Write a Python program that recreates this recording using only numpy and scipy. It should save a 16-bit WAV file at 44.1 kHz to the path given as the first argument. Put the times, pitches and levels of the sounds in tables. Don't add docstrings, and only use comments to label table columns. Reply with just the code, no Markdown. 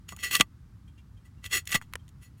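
import sys
import numpy as np
from scipy.fft import rfft, irfft, next_fast_len
from scipy.io import wavfile
from scipy.ndimage import map_coordinates

SR = 44100
rng = np.random.default_rng(int(sys.argv[2]) if len(sys.argv) > 2 else 0)


def dump(signal):
    limited = np.clip(np.atleast_2d(signal).T, -1, 1)
    pcm = np.round(limited * 32767).astype(np.int16)
    wavfile.write(sys.argv[1], SR, pcm)


N = 105840

# f/Hz, level/dB
RUMBLE_SPECTRUM = [(20, -46), (35, -21.5), (52, 3), (100, 5.5), (180, -4.5), (280, -14.5), (400, -26),
                   (600, -34), (1200, -27.5), (2500, -38.5), (5000, -41), (15500, -49.5)]
# t/s, level/dB, f/Hz
TICKS = [(.876, -58, 3210), (0.875, -64.5, 2420), (.976, -55.5, 2774), (0.982, -62, 3215),
         (0.987, -62.5, 2360), (.988, -73, 3600), (1.169, -61.5, 3180), (1.171, -69, 2420),
         (1.378, -65, 2770), (1.992, -62, 3180)]
# t/s, level/dB, tilt/(dB/octave), frequency ratio to SNAP_SPECTRUM
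SNAPS = [(.1238, -38, -2, .65), (0.172, -44.5, -3, .65), (1.8146, -37.5, 0, .85),
         (1.8238, -41.5, 0.5, 0.79), (1.9268, -50.5, 1.5, 1.2), (1.9361, -27.5, 2, 1.05),
         (1.9553, -21.5, -1, .92)]
# f/Hz, level/dB
SNAP_SPECTRUM = [(250, -20), (520, -9), (740, -16), (1000, -4), (2000, 1.5), (3400, -7), (4600, -20.5),
                 (7000, -18), (10000, -13.5), (15500, -26)]
# t/s, level/dB
THUDS = [(0.121, -39), (0.4, -20.5), (1.746, -23)]
# f/Hz, level/dB
THUD_SPECTRUM = [(40, -20), (110, -6), (190, 0), (340, -5.5), (480, -16), (900, -11.5), (2500, -38.5)]
MODE_HZ = [1172, 1716, 1968, 2090, 2585, 2700, 2870, 3150, 3310, 4345, 5480, 6050, 6830, 7936, 8450, 8930,
           10120, 10900, 11500, 12100, 12525, 13950, 15200]
MODE_DB = [-17, -23, -4, -15.5, -15, -10, -15, -16, -13.5, -13.5, -19.5, -20.5, -11, -18, -24.5, -15.5, -18,
           -27, -24.5, -27, -21.5, -19, -19.5]
MODE_WIDTH_HZ = [23, 130, 50, 60, 70, 90, 130, 90, 130, 110, 140, 240, 89, 40, 99.2, 250, 80, 100, 110, 61,
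                 55, 190, 200]
# t/s, level/dB, tilt/(dB/octave)
GRIT_IMPACTS = [(0.0907, -34, 1), (0.1643, -42.5, 7), (0.1899, -43, -3), (0.3116, -28, -1.5),
                (0.3527, -12, 3), (0.3663, -24, 7.5), (0.3988, -17.5, -1.5), (0.4084, -9.5, 0),
                (0.4105, -8, -2.5), (1.442, -35, -0.5), (1.462, -35, 2), (1.5125, -37, -0.5),
                (1.6546, -48, 6.5), (1.674, -29, 4), (1.7045, -34.5, -4.5), (1.7185, -26.5, 5),
                (1.725, -25.5, 2), (1.744, -19, -0.5), (1.7572, -18.5, -3.5), (2.08, -55, 3),
                (2.09, -53, 5)]
# f/Hz, level/dB
GRIT_SPECTRUM = [(200, -20.5), (500, -20.5), (800, -16), (1200, -8), (2000, -1.5), (2800, 0), (3400, 3),
                 (4300, -8.5), (6800, -7), (10000, -11), (15500, -24)]
# f/Hz, level/dB
CRUNCH_SPECTRUM = [(80, -2), (200, 2), (400, 7.5), (560, -0.5), (760, -1), (980, -22.5), (1400, 9),
                   (3500, 6.5), (7000, 2.5), (15500, -5)]
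# peak t/s, level/dB, 20 dB rise/s, 20 dB fall/s, tilt/(dB/octave), favoured f/Hz
SLIPS = [(0.089, -44.5, 0.0073, 0.057, 1.5, 6830), (.124, -46.5, .015, .018, 2, 6830),
         (0.207, -43, .03, .03, 1.5, 2722), (.237, -26.5, .013, 0.066, 0, 6480),
         (.315, -28.5, 0.0088, .02, 2, 2800), (.334, -24.5, .02, 0.058, 2.5, 2912),
         (.356, -21, 0.022, 0.025, -3, 7124), (.401, -30.5, 0.018, 0.026, 0.5, 5470),
         (1.255, -61, 0.01, 0.045, 0.5, 7840), (1.459, -37.5, 0.025, 0.025, 1, 2916),
         (1.514, -41, .007, .018, -0.5, 2695), (1.533, -24, .017, 0.033, 0.5, 1845),
         (1.553, -22.5, 0.038, 0.043, 1.5, 8070), (1.575, -27.5, 0.013, 0.027, 1, 6830),
         (1.673, -47, 0.0083, 0.026, 3, 2090), (1.694, -37, 0.01, 0.012, 2, 2100),
         (1.713, -39, 0.017, .015, 5.5, 2140), (1.731, -23.5, .017, 0.015, -1, 2110),
         (1.751, -19, .014, 0.024, 1, 2140), (1.822, -55, 0.014, 0.034, 2, 3310),
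         (2.232, -54, 0.023, 0.061, 2, 10120), (2.383, -68, .015, 0.027, 5, 10120)]

PIVOT_HZ = 3280


def amp(db):
    return 10 ** (np.asarray(db) / 20)


def unit(x):
    return x / np.sqrt(np.mean(x ** 2) + 1e-20)


def since(onset):
    return np.maximum(np.arange(N) / SR - onset, 0)


def wobble(rate):
    return map_coordinates(rng.standard_normal(4096), [np.arange(N) * rate / SR], mode="wrap")


def colour(x, spectrum, tilt_db=0):
    size = 2 * next_fast_len(len(x) // 2 + 2048)
    octave = np.log2(np.fft.rfftfreq(size, 1 / SR) + 1)
    hz, db = np.transpose(spectrum)
    gain = unit(amp(np.interp(octave, np.log2(hz), db) + tilt_db * octave))
    cepstrum = irfft(np.log(gain))
    cepstrum[1:size // 2] *= 2
    cepstrum[size // 2 + 1:] = 0
    return irfft(rfft(x, size) * np.exp(rfft(cepstrum)), size)[:len(x)]


def burst(onset, t60):
    t = since(onset)
    return np.sign(rng.standard_normal(N)) * (t > 0) * amp(-60 * np.minimum(t / t60, 2))


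def outdoor_rumble():
    level_db = -50 + 0.27 * wobble(1.7)
    noise = colour(rng.standard_normal(N + 4096), RUMBLE_SPECTRUM)[-N:]
    return amp(level_db) * unit(noise)


def faint_ticks(t60=0.093, rise_s=0.0045, rustle_db=-6):
    out = np.zeros(N)
    for onset, db, hz in TICKS:
        t = since(onset)
        attack = 1 - np.exp(-t / rise_s)
        ring = np.sin(2 * np.pi * hz * t) * amp(-60 * t / t60)
        rustle = colour(burst(onset, t60), GRIT_SPECTRUM)
        out += amp(db) * attack * (ring + amp(rustle_db) * rustle)
    return out


def snaps(crack_t60=0.01, dust_t60=0.02, dust_db=-20.5):
    out = np.zeros(N)
    for onset, db, tilt, ratio in SNAPS:
        crack = burst(onset, crack_t60) + amp(dust_db) * burst(onset, dust_t60)
        spectrum = [(hz * ratio, level) for hz, level in SNAP_SPECTRUM]
        out += amp(db) * colour(crack, spectrum, tilt)
    return out


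def soil_thuds(knock_t60=0.061, rise_s=0.0015, rebound_s=0.0084, ring_t60=0.055, ring_db=-1.5):
    out = np.zeros(N)
    for onset, db in THUDS:
        attack = 1 - np.exp(-since(onset) / rise_s)
        knock = colour(burst(onset, knock_t60) * attack, THUD_SPECTRUM)
        t = since(onset + rebound_s)
        ring = np.sin(2 * np.pi * MODE_HZ[0] * t) * amp(-60 * t / ring_t60)
        out += amp(db) * (knock + amp(ring_db) * ring)
    return out


def mode_ring(hz, width_hz, wander_hz=280, flutter_db=2.8, flutter_hz=400):
    frequency = hz + width_hz / 2 * wobble(wander_hz)
    phase = 2 * np.pi * np.cumsum(frequency) / SR
    return unit(np.sin(phase) * amp(flutter_db * wobble(flutter_hz)))


def blade(envelopes, weights_db, contact_db=2.2, contact_hz=45):
    drives = np.sqrt(amp(2 * np.transpose(weights_db)) @ envelopes ** 2)
    rings = [mode_ring(hz, width) for hz, width in zip(MODE_HZ, MODE_WIDTH_HZ)]
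    out = np.zeros(N)
    for db, ring, drive in zip(MODE_DB, rings, drives):
        coupling_db = contact_db * wobble(contact_hz)
        out += amp(db + coupling_db) * ring * drive
    return out


def grit_impacts(crack_t60=0.017, ring_t60=0.04, ring_db=-11.5):
    cracks = np.zeros(N)
    decays, weights_db = [], []
    for onset, db, tilt in GRIT_IMPACTS:
        t = since(onset)
        cracks += amp(db) * colour(burst(onset, crack_t60), GRIT_SPECTRUM, tilt)
        decays.append((t > 0) * amp(db - 60 * np.minimum(t / ring_t60, 2)))
        weights_db.append(tilt * np.log2(np.array(MODE_HZ) / PIVOT_HZ))
    return cracks + amp(ring_db) * blade(np.array(decays), weights_db)


def granular_friction(grains_per_s=4000, spread_db=7.5, powder_db=8.5):
    impulses = (rng.random(N) < grains_per_s / SR) * rng.choice([-1, 1], N)
    sizes = amp(spread_db * np.minimum(rng.exponential(size=N), 4))
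    powder = amp(powder_db) * rng.standard_normal(N)
    return unit(unit(impulses * sizes) + powder)


def scrape(steel_db=-3.5, crunch_db=-9.5, favour_db=5.5, half_width_hz=240):
    t, mode_hz = np.arange(N) / SR, np.array(MODE_HZ)
    swells, weights_db = [], []
    for peak, db, rise, fall, tilt, favoured_hz in SLIPS:
        from_peak = np.maximum((peak - t) / rise, (t - peak) / fall)
        swells.append(amp(db - 20 * np.minimum(from_peak, 10) ** 1.44))
        detuning = (mode_hz - favoured_hz) / half_width_hz
        weights_db.append(tilt * np.log2(mode_hz / PIVOT_HZ) + favour_db / (1 + detuning ** 2))
    crunch = colour(granular_friction() * np.linalg.norm(swells, axis=0), CRUNCH_SPECTRUM)
    return amp(steel_db) * blade(np.array(swells), weights_db) + amp(crunch_db) * crunch


def scene():
    return (scrape() + grit_impacts() + snaps() + faint_ticks() + soil_thuds() + outdoor_rumble())[None]


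def record(dry):
    cutoff_hz = 15900
    size = next_fast_len(N + 4096)
    passband = np.fft.rfftfreq(size, 1 / SR) < cutoff_hz
    return irfft(rfft(dry, size) * passband, size)[:, :N]


dry = scene()
out = record(dry)
dump(out)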